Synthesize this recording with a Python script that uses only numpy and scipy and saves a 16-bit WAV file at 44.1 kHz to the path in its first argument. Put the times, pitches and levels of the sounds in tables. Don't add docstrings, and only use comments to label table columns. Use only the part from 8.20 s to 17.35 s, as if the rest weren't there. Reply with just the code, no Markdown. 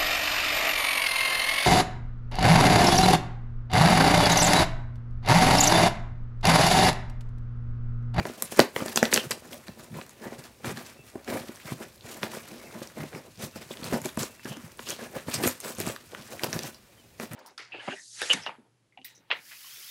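import sys
import numpy as np
from scipy import signal
from scipy.fft import rfft, irfft, next_fast_len
from scipy.io import wavfile
from scipy.ndimage import uniform_filter1d

SR = 44100
rng = np.random.default_rng(int(sys.argv[2]) if len(sys.argv) > 2 else 0)


def volts(x):
    e = np.asarray(x, float) / 20
    return 10 ** e


def wav_out(sig):
    wavfile.write(sys.argv[1], SR, np.round(np.clip(np.atleast_2d(sig).T, -1, 1) * 32767).astype(np.int16))


N = 403515

# (frequency [Hz], width [Hz], gain [dB])
BOX = [(225, 58, 2.5), (428, 261, 0.5), (559.6, 190, 3.5), (771, 348, -3), (1100, 610, -10)]
# (frequency [Hz], width [Hz], gain [dB])
FLAP = [(987, 310, 2.5), (1364, 440, 5), (1816, 530, 4.5), (2416, 356, 1.5), (2970, 560, -8)]
# (frequency [Hz], width [Hz], gain [dB])
SWAY = [(85, 38, -1), (123, 75, 1.5), (179, 58, 1.5)]


def evened(x):
    return x / np.sqrt(np.mean(x ** 2) + 1e-20)


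def read(points, hz):
    f, value = np.transpose(points)
    return np.interp(np.log(hz + 1), np.log(f + 1), value)


def add(mix, s, sound):
    part = mix[round(s * SR):][:len(sound)]
    part += sound[:len(part)]


def colour(x, points):
    size = next_fast_len(len(x))
    gain = volts(read(points, np.fft.rfftfreq(size, 1 / SR)))
    return irfft(rfft(x, size) * gain, size)[:len(x)]


def ring(x, modes):
    out = np.zeros(len(x))
    for k, (hz, width, db) in enumerate(modes):
        b, a = signal.iirpeak(hz, hz / min(width, SR / 5), SR)
        out += (-1) ** k * volts(db) * signal.lfilter(b, a, x)
    return out


def slips(per_s, spread_db, clump_db, clump_s, smooth):
    drift = uniform_filter1d(rng.standard_normal(N), max(int(clump_s * SR), 2))
    clumps = volts(clump_db * evened(drift))
    when, size, noise = rng.random(N), rng.exponential(1, N), rng.standard_normal((2, N))
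    grains = (when < per_s / SR) * volts(spread_db * np.minimum(size, 3.6)) * np.sign(noise[0])
    return clumps * (evened(grains) + smooth * noise[1])


def quiet():
    # (frequency [Hz], level [dB per Hz])
    hiss_spectrum = [(18, -36), (30, -6), (65, -1.5), (112, -2.5), (167, -9), (378, -13.5), (420, -17),
                     (1380, -27), (2600, -19.5), (3130, -26), (3480, -23), (15800, -29.5), (16100, -58)]
    hiss_db = -58.5
    hum_hz, hum_db = 118.4, -70
    hum = np.sqrt(2) * volts(hum_db) * np.sin(2 * np.pi * hum_hz * np.arange(N) / SR)
    return volts(hiss_db) * evened(colour(rng.standard_normal(N), hiss_spectrum)) + hum


def bird():
    # (time [s], length [s], start pitch [Hz], end pitch [Hz], level [dB])
    bird_notes = [
        (1.355, 0.1, 2680, 2620, -70.5),
        (1.495, 0.059, 2660, 2660, -65),
        (2.755, 0.097, 2680, 2640, -61),
        (4.43, 0.066, 2660, 2620, -61),
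        (5.32, 0.063, 2680, 2660, -62),
        (6.06, .11, 2680, 2650, -64),
        (6.175, 0.056, 2690, 2660, -61),
        (8.763, 0.067, 3240, 2900, -65),
    ]
    out = np.zeros(N)
    for s, length, start_hz, end_hz, db in bird_notes:
        hz = np.linspace(start_hz, end_hz, int(length * SR))
        hz = hz + 18 * evened(uniform_filter1d(rng.standard_normal(len(hz)), size=150))
        whistle = np.sin(2 * np.pi * np.cumsum(hz) / SR)
        add(out, s, 2 * volts(db) * whistle * np.hanning(len(hz)) ** 0.82)
    return out


def room(x):
    # (frequency [Hz], time to fall 60 dB [s])
    decay_times = [(150, 0.17), (500, 0.21), (2500, 0.22), (9000, 0.17)]
    taps = np.zeros(SR // 2)
    at = np.arange(160, SR // 2 - 20, 20)
    taps[at + rng.integers(0, 20, len(at))] = rng.choice([-1., 1.], len(at))
    hz, t, z = signal.stft(taps, SR, nperseg=256)
    fall = volts(-60 * t / read(decay_times, hz)[:, None])
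    tail = signal.istft(z * fall, SR, nperseg=256)[1]
    return signal.fftconvolve(x, tail / np.linalg.norm(tail))[:N]


def heaves():
    # (time [s], length [s], level [dB])
    leans = [(0.364, 0.076, -38), (0.573, 0.059, -53), (0.69, 0.027, -51), (0.76, 0.14, -52),
             (0.923, 0.067, -47), (1.049, 0.039, -37), (1.093, 0.043, -42), (1.483, 0.035, -42.5),
             (1.7, 0.11, -38), (2.048, 0.047, -43), (2.18, 0.027, -44), (2.43, 0.16, -38.5),
             (3.083, 0.041, -42), (3.125, 0.059, -38), (3.2, 0.032, -44), (3.484, 0.094, -38.5),
             (4.03, 0.031, -41), (4.573, 0.059, -51), (4.777, 0.11, -39), (4.943, 0.064, -47),
             (5.176, 0.029, -44), (5.224, 0.047, -37), (5.345, 0.076, -47), (5.613, 0.056, -47),
             (5.694, 0.097, -40.5), (5.825, 0.073, -49), (5.946, 0.12, -42), (6.254, 0.047, -45),
             (6.946, 0.05, -53), (7.064, 0.046, -40), (7.134, 0.15, -38), (7.574, 0.085, -41),
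             (7.637, 0.087, -39), (8.238, 0.031, -55), (8.334, 0.052, -34), (8.442, 0.039, -48),
             (8.987, 0.027, -52), (9.102, 0.067, -41)]
    out = np.zeros(N)
    sway = ring(ring(rng.standard_normal(N + SR), SWAY), [(127, 180, 0)])
    for s, length, db in leans:
        u = np.arange(0, 1.1 * length, 1 / SR) / (1.1 * length)
        swell = np.sin(np.pi * u ** 0.67) ** 1.6
        add(out, s, volts(db - 4.8) * evened(swell * sway[round(s * SR):][:len(u)]))
    return out


def knocks():
    # (time [s], peak level [dB])
    lid_taps = [(0.0543, -21), (.098, -26), (0.2237, -28), (0.3225, -25.5), (0.3929, 1), (0.563, -19.5),
                (0.659, -21.5), (0.7583, -25), (0.7744, -17), (.828, -6), (0.929, -17), (0.9633, -18.5),
                (0.9779, -18.5), (1.055, -35), (1.107, -25.5), (1.174, -36), (1.222, -39), (2.055, -33.5),
                (2.131, -36), (2.405, -45), (2.792, -42), (4.0351, -22.5), (4.171, -27.5), (5.508, -27),
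                (5.7608, -18.5), (6.0352, -24), (6.595, -33.5), (7.273, -17), (8.2435, -22), (8.999, -27)]
    # (time [s], peak level [dB], panel pitch [Hz])
    wall_pushes = [(0.4008, -11.5, 248), (0.6211, -19.5, 275), (2.956, -23, 388), (3.1476, -27, 248),
                   (3.2922, -28.5, 330), (3.5203, -21.5, 226), (1.49, -34, 200), (4.564, -38, 302),
                   (4.837, -23.5, 230), (5.236, -29, 200), (5.6, -35, 276), (5.624, -28, 250),
                   (8.45, -31, 274), (9.034, -31, 370), (4.617, -27, 330), (4.943, -33, 177),
                   (5.3598, -30.5, 266), (5.725, -18, 285), (5.739, -18.5, 250), (5.8523, -23, 357),
                   (5.86, -22, 330), (5.9742, -19.5, 281), (6.2536, -25.5, 272), (6.367, -32.5, 280),
                   (6.964, -22.5, 245), (7.0837, -21.5, 265), (7.238, -17.5, 318), (7.584, -27, 231),
                   (7.6032, -23.5, 362), (7.6718, -20.5, 233), (8.2343, -20.5, 349), (8.362, -21.5, 206)]
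    lid_hz = 479
    out, t = np.zeros(N), np.arange(4000) / SR
    rows = [r + (lid_hz,) for r in lid_taps] + wall_pushes
    for (s, db, hz), noise in zip(rows, rng.standard_normal((len(rows), 4000))):
        panel = np.sin(2 * np.pi * hz * t) * np.exp(-t * hz / 0.86)
        push = noise * np.exp(-t / 0.0023)
        hollow = ring(ring(push, [(330, 3500, 0)]), BOX)
        sound = ring(panel, [(hz, 3.3 * hz, 3)]) / abs(panel).max() + 0.78 * hollow / abs(hollow).max()
        add(out, s, volts(db - 0.5) * sound / abs(sound).max())
    return out


def rubs():
    # (time [s], length [s], pitch [Hz], level [dB])
    rubbed_patches = [(0.0, 0.037, 2320, -51), (.225, 0.041, 9500, -46), (1.758, 0.051, 1000, -49),
                      (3.46, 0.067, 2090, -51), (3.461, 0.035, 1300, -53), (4.37, 0.2, 2150, -60),
                      (4.617, .04, 3700, -58), (4.947, 0.058, 5170, -58), (5.189, .085, 8400, -55),
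                      (5.19, .085, 6000, -56), (5.191, 0.081, 3700, -54.5), (2.02, .07, 1700, -51.5),
                      (3.603, .05, 1490, -55), (0.781, 0.038, 3970, -44), (5.349, 0.042, 5300, -56),
                      (5.505, 0.022, 3650, -47.5), (5.68, 0.032, 4000, -56), (5.723, .05, 5300, -52.5),
                      (5.977, 0.045, 3630, -50), (6.247, 0.04, 1670, -49), (6.273, 0.12, 2970, -52.5),
                      (6.65, 0.035, 2900, -54), (6.698, .05, 3200, -45), (0.964, 0.057, 3000, -38),
                      (1.301, 0.084, 563, -51), (4.257, 0.13, 300, -58), (6.353, 0.053, 269, -44.5),
                      (9.004, 0.037, 1500, -53), (7.146, .03, 5000, -39), (7.261, 0.03, 7000, -36.5),
                      (7.258, 0.046, 11700, -37), (8.539, 0.045, 4760, -61)]
    out, grit = np.zeros(N), slips(2500, 2.5, 3.4, 0.01, 0.31)
    for s, length, hz, db in rubbed_patches:
        part = grit[round(s * SR):][:int(length * SR)]
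        band = [(hz, 0.16 * hz, 0)]
        song = ring(ring(part, band), band)
        add(out, s, volts(db) * evened(song * np.hanning(len(part)) ** 0.6))
    return out


def pops():
    # (time [s], peak level [dB], pitch [Hz])
    crease_pops = [(0.206, -39, 6000), (.371, -26, 11500), (.419, -25, 3700), (.448, -29, 11000),
                   (2.13, -36, 1500), (3.40, -40, 1810), (3.415, -44, 1800), (3.871, -40, 1900),
                   (4.15, -41, 1500), (4.135, -31, 1100), (4.51, -40, 1200), (4.7, -42, 1510),
                   (4.833, -35, 2210), (3.983, -42, 700), (3.7785, -49.5, 3720), (3.8093, -35.5, 3600),
                   (3.824, -42, 3500), (4.289, -37, 4500), (4.93, -34, 1700), (5.157, -44, 5000),
                   (5.175, -40, 5000), (5.312, -43, 5000), (5.538, -34, 2200), (5.555, -41, 9000),
                   (5.673, -35, 3500), (5.891, -31, 3600), (6.007, -35, 5200), (6.029, -25, 5000),
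                   (6.573, -37, 9500), (7.558, -34, 11000), (7.572, -39, 8000), (7.892, -43, 6900),
                   (7.919, -40, 3500), (4.674, -31, 5900), (7.666, -20, 8400), (5.633, -30, 3300),
                   (1.331, -31.5, 3030), (2.572, -35, 1700)]
    out, t = np.zeros(N), np.arange(900) / SR
    for (s, db, hz), noise in zip(crease_pops, rng.standard_normal((len(crease_pops), 900))):
        band = [(hz, 0.5 * hz, 0)]
        tick = (t == 0) + 0.13 * noise * np.exp(-t / .003)
        pop = ring(ring(tick, band), band)
        add(out, s, volts(db) * pop / abs(pop).max())
    return out


def rumble():
    contact = ring(slips(600, 1.5, 2.94, 0.017, 0.83), [(402, 720, 0)])
    rocking = ring(slips(100, 1.7, 9.0, 0.025, 0.73), SWAY)
    return evened(ring(contact, BOX)) + volts(-6.0) * evened(rocking)


def creases(low_hz, high_hz, width, count=6):
    out = np.zeros(N)
    for hz in np.geomspace(low_hz, high_hz, count):
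        out += ring(slips(500, 2.15, 3.6, .025, 0.75), [(hz, width * hz, 0)]) / np.sqrt(hz)
    return out


def crackle(count=6):
    out = np.zeros(N)
    for hz in np.geomspace(1100, 8000, count):
        ticks = (rng.random(N) < 45 / SR) * volts(3.5 * np.minimum(rng.exponential(1, N), 4))
        out += evened(ring(ticks, [(hz, 0.15 * hz, 0)]))
    return evened(out)


def contact_layers():
    # (frequency [Hz], level [dB per Hz])
    film_spectrum = [(1470, -20.5), (2500, -0.5), (3430, -4), (4890, -3.5), (5550, -4), (12000, -4),
                     (15800, -6), (16100, -40)]
    judder = volts(2.0 * evened(uniform_filter1d(rng.standard_normal(N), 500)))
    low = rumble()
    scrape = evened(judder * ring(creases(800, 3000, 0.88), FLAP))
    crinkle = evened(judder * colour(creases(3000, 15000, 0.59), film_spectrum))
    return low, scrape, crinkle + volts(-10) * crackle()


def grip(low, scrape, crinkle):
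    # (time [s], effort [dB], share of tape under the fingers [dB])
    hand_course = [(0.0, -41, -10), (0.3, -55, 6), (0.84, -49.5, -9), (1.3, -54.5, -1.5),
                   (2.93, -58.5, -2.5), (3.31, -50, 0), (3.87, -60.5, 0.5), (4.05, -46.5, -1.5),
                   (4.56, -47.5, -3.5), (5.22, -68, 8.5), (5.63, -43.5, -5), (6.039, -56.5, 2),
                   (6.499, -58, 1.5), (7.11, -54.5, 1.5), (7.95, -58, 3.5), (8.33, -38.5, -3),
                   (8.538, -59.5, -0.5), (9.098, -59, -5)]
    s, *courses = np.transpose(hand_course)
    effort_db, tape_db = (np.interp(np.arange(N) / SR, s, db) for db in courses)
    scrape_db = -3.2 + 0.69 * tape_db
    return volts(effort_db - 4.5) * (low + volts(scrape_db) * scrape + volts(tape_db) * crinkle)


def strokes(low, scrape, crinkle):
    # (time [s], length [s], rumble [dB], crinkle over rumble [dB])
    shove_strokes = [(0., 0.0075, -33, -23), (.056, 0.019, -39.5, -6.5), (.386, 0.013, -19.5, -9),
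                     (.41, 0.015, -35, -19.5), (.558, 0.063, -35.5, -6), (.819, 0.062, -36, -1.5),
                     (1.47, 0.024, -48, -8), (1.738, .085, -43, -8.5), (2.015, 0.096, -40, -13),
                     (2.118, 0.026, -44.5, -10), (2.442, 0.067, -32.5, -7), (2.938, 0.055, -47, -23),
                     (3.075, 0.1, -30.5, -11.5), (3.279, 0.014, -53, 1), (3.591, 0.055, -40, -10),
                     (4.023, 0.023, -32.5, -9.5), (4.53, 0.037, -41.5, -18), (4.77, 0.083, -38, -12),
                     (4.915, 0.087, -41, -15.5), (5.046, 0.036, -48.5, -34), (5.723, 0.042, -27.5, -12.5),
                     (5.837, 0.043, -46.5, 5.5), (6.412, 0.073, -47, -11.5), (6.786, 0.077, -39.5, -9),
                     (6.947, 0.04, -33.5, -12), (7.18, 0.048, -33, -18), (9.11, 0.043, -40, -10)]
    # (time [s], length [s], rumble [dB], crinkle over rumble [dB])
    slide_strokes = [(.653, 0.073, -42, 1), (.99, 0.073, -48, 4), (2.18, 0.031, -47.5, -3.5),
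                     (2.239, 0.024, -50.5, -0.5), (2.554, 0.06, -42, -3), (2.656, 0.051, -56, 7.5),
                     (2.841, 0.063, -64.5, 7.5), (3.19, 0.036, -49, 0), (3.45, 0.082, -45, -1),
                     (4.111, 0.068, -49.5, 4.5), (4.617, 0.024, -50.5, 0), (5.409, 0.019, -47, 0.5),
                     (6.252, 0.1, -40.5, -7), (7.078, 0.061, -49, 8), (7.908, 0.1, -45.5, -9.5),
                     (8.102, 0.038, -43, -8.5), (8.236, 0.013, -39, 4), (8.338, 0.067, -42.5, -3.5),
                     (8.999, 0.053, -39.5, -3.5)]
    # (time [s], length [s], rumble [dB], crinkle over rumble [dB])
    tug_strokes = [(.219, 0.05, -49, -12), (.313, 0.11, -47, 2.5), (.759, 0.031, -34.5, 1.5),
                   (.917, 0.06, -32, 2), (1.11, 0.012, -37.5, 2.5), (1.244, 0.034, -48, -9),
                   (1.315, .03, -46, 0), (1.578, .064, -50, -5), (3.842, 0.13, -45, -2.5),
                   (5.19, 0.076, -41, -0.5), (5.352, 0.026, -43.5, -4.5), (5.502, 0.032, -58, 10),
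                   (5.62, 0.096, -43.5, -2.5), (5.986, 0.069, -36.5, 1), (6.586, 0.091, -62.5, 12),
                   (6.675, 0.053, -38.5, 1.5), (7.134, 0.026, -38, 8.5), (7.224, 0.076, -29, -1),
                   (7.435, 0.08, -38, -1.5), (7.582, 0.089, -42, 2), (7.661, 0.061, -36, -2.5),
                   (8.42, 0.071, -44.5, 2)]
    shove, slide, tug = (-1.7, 0.64, 2200), (-3, 0.86, 1600), (-5, 0.46, 7000)
    patch_spread = 0.22
    lead, tail = .02, .12
    kinds = ((shove_strokes, shove), (slide_strokes, slide), (tug_strokes, tug))
    moves = [row + kind for rows, kind in kinds for row in rows]
    out = np.zeros(N)
    for move, chance in zip(moves, rng.uniform(-1.2, 1, len(moves))):
        s, length, rumble_db, crinkle_db, base_db, follow, hz = move
        scrape_db = base_db + follow * crinkle_db
        hz = hz * (1 + patch_spread * chance)
        t = np.arange(-min(lead, s), length + tail, 1 / SR)
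        swell = volts(np.interp(t, [-lead, 0, .005, 0.47 * length, length, length + tail],
                              [-31.5, -10.5, -4.0, 0, -5, -63.5]))
        first = round((s + t[0]) * SR)
        part = slice(first, first + len(t))
        swell = swell[:len(low[part])]
        box, board, film = (x[part] / np.sqrt(np.average(x[part] ** 2, weights=swell ** 2))
                            for x in (low, scrape, crinkle))
        bright = volts(scrape_db) * board + volts(crinkle_db) * film
        patch = ring(bright, [(hz, 0.038 * hz, 0)])
        out[part] += volts(rumble_db - 1.27) * swell * (box + bright + 1.3 * patch)
    return out


def handling():
    layers = contact_layers()
    return grip(*layers) + strokes(*layers)


def snaps():
    # (time [s], peak level [dB], film ring [Hz])
    film_snaps = [(0.2232, -8, 10400), (.364, -27, 6020), (0.393, -5, 7200), (0.6615, -22, 7700),
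                  (0.7597, -8.5, 6900), (.9169, -23, 4180), (.9822, -22, 4300), (2.2395, -35, 5660),
                  (3.359, -34, 6660), (4.673, -38, 6000), (6.247, -30, 5070), (6.29, -40, 5300),
                  (6.6891, -20, 6680), (6.6984, -23, 6700), (6.7043, -15, 6700), (7.1003, -28, 9680),
                  (7.142, -17, 6360), (7.2364, -19.5, 12490), (7.403, -21, 9000), (7.4105, -28, 7830),
                  (7.5502, -32, 6660), (7.5846, -25, 8500), (8.3293, -15, 2600), (8.013, -36, 4000),
                  (8.434, -24, 7000), (8.471, -36, 5000), (8.5455, -36, 4560)]
    # (time [s], peak level [dB], film ring [Hz])
    glue_snaps = [(.3744, -23, 7740), (0.4017, -2, 3620), (.619, -41, 4470), (0.6826, -22, 3880),
                  (.774, -4, 3900), (0.854, -12.5, 3000), (0.9613, -10, 2460), (1.109, -14, 8200),
                  (1.115, -14, 3150), (1.343, -33, 13100), (1.894, -35, 7450), (3.046, -35, 5400),
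                  (5.5155, -33, 3580), (5.5715, -28.5, 3580), (5.6426, -23.5, 4800), (5.817, -29, 7600),
                  (5.8575, -19.5, 6800), (6.032, -18, 7600), (6.37, -31, 6500), (7.276, -8, 11600),
                  (7.6017, -17, 8600), (8.2352, -11.5, 4100), (8.243, -15, 12700), (8.334, -21, 2560),
                  (8.391, -19.5, 4000), (9.134, -26.5, 12700)]
    # (time [s], peak level [dB], film ring [Hz], flap ring over the snap [dB])
    flap_flicks = [(0.0532, -33.5, 2620, 11.5), (0.324, -28, 6440, 0), (0.3933, -14, 2450, 12),
                   (0.5624, -18, 1900, 1.5), (0.604, -42, 2000, 18), (0.8287, -11.5, 5900, 5),
                   (0.9274, -13, 2090, 4.5), (0.9758, -7.5, 3120, -5.5), (1.1116, -16, 9300, -5),
                   (1.1193, -17, 4730, -6), (1.4825, -29.5, 4300, -3.5), (1.8132, -33, 2300, 4),
                   (1.8645, -37, 6940, -7), (2.445, -38, 2770, 13), (3.0772, -41.5, 2500, 14.5),
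                   (4.031, -18.5, 2540, 4), (4.6175, -40.5, 3660, 7), (4.9492, -41, 2000, 11),
                   (5.7258, -30, 2800, 3.5), (5.973, -25, 8300, -1), (5.9932, -23, 6240, -11),
                   (6.195, -47.5, 2500, 9), (6.256, -36.5, 3190, 7), (6.5927, -42.5, 2500, 15),
                   (7.762, -27, 3500, -1), (7.948, -35.5, 2500, 10.5), (8.1948, -25, 2500, -17),
                   (8.9988, -26.5, 5200, 2.5)]
    # (time [s], peak level [dB], film ring [Hz], flap ring over the snap [dB])
    double_snap = [
        (.9374, -6, 7400, -22),
        (.9417, -1, 5200, -19),
    ]
    film_flap_db, glue_flap_db = -18, -9.5
    rows = [r + (film_flap_db,) for r in film_snaps] + [r + (glue_flap_db,) for r in glue_snaps]
    rows = rows + flap_flicks + double_snap
    out, t = np.zeros(N), np.arange(2600) / SR
    for (s, db, hz, flap_db), noise in zip(rows, rng.standard_normal((len(rows), 2600))):
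        tick = np.sign(noise) * np.exp(-t / 0.00037)
        fizz = noise * np.exp(-t / 0.0019)
        burst = tick + volts(-14.5) * fizz
        film = ring(burst, [(hz, 2000, 0), (6500, 7000, -9), (10000, 4000, -11)])
        film = film + 0.5 * np.roll(film, 8 + int(25 * abs(noise[-1])))
        flap = ring(ring(burst, [(1700, 2300, 0)]), FLAP)
        add(out, s, volts(db) * (film / abs(film).max() + volts(flap_db) * flap / abs(flap).max()))
    return out


def scene():
    box = handling() + snaps() + knocks() + heaves() + rubs() + pops()
    return (box + volts(-11.0) * room(box) + bird() + quiet())[None]


def roll_off(x):
    return signal.sosfilt(signal.butter(12, 16800, fs=SR, output="sos"), x)


def record(dry):
    thin = signal.sosfilt(signal.butter(2, 70, "high", fs=SR, output="sos"), dry)
    overloaded = np.clip(thin, -1, 1)
    edge = .95 * signal.firwin(511, 15850, fs=SR) + .05 * signal.firwin(511, 16700, fs=SR)
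    return roll_off(signal.oaconvolve(overloaded, edge[None], "same"))


dry = scene()
out = record(dry)
wav_out(out)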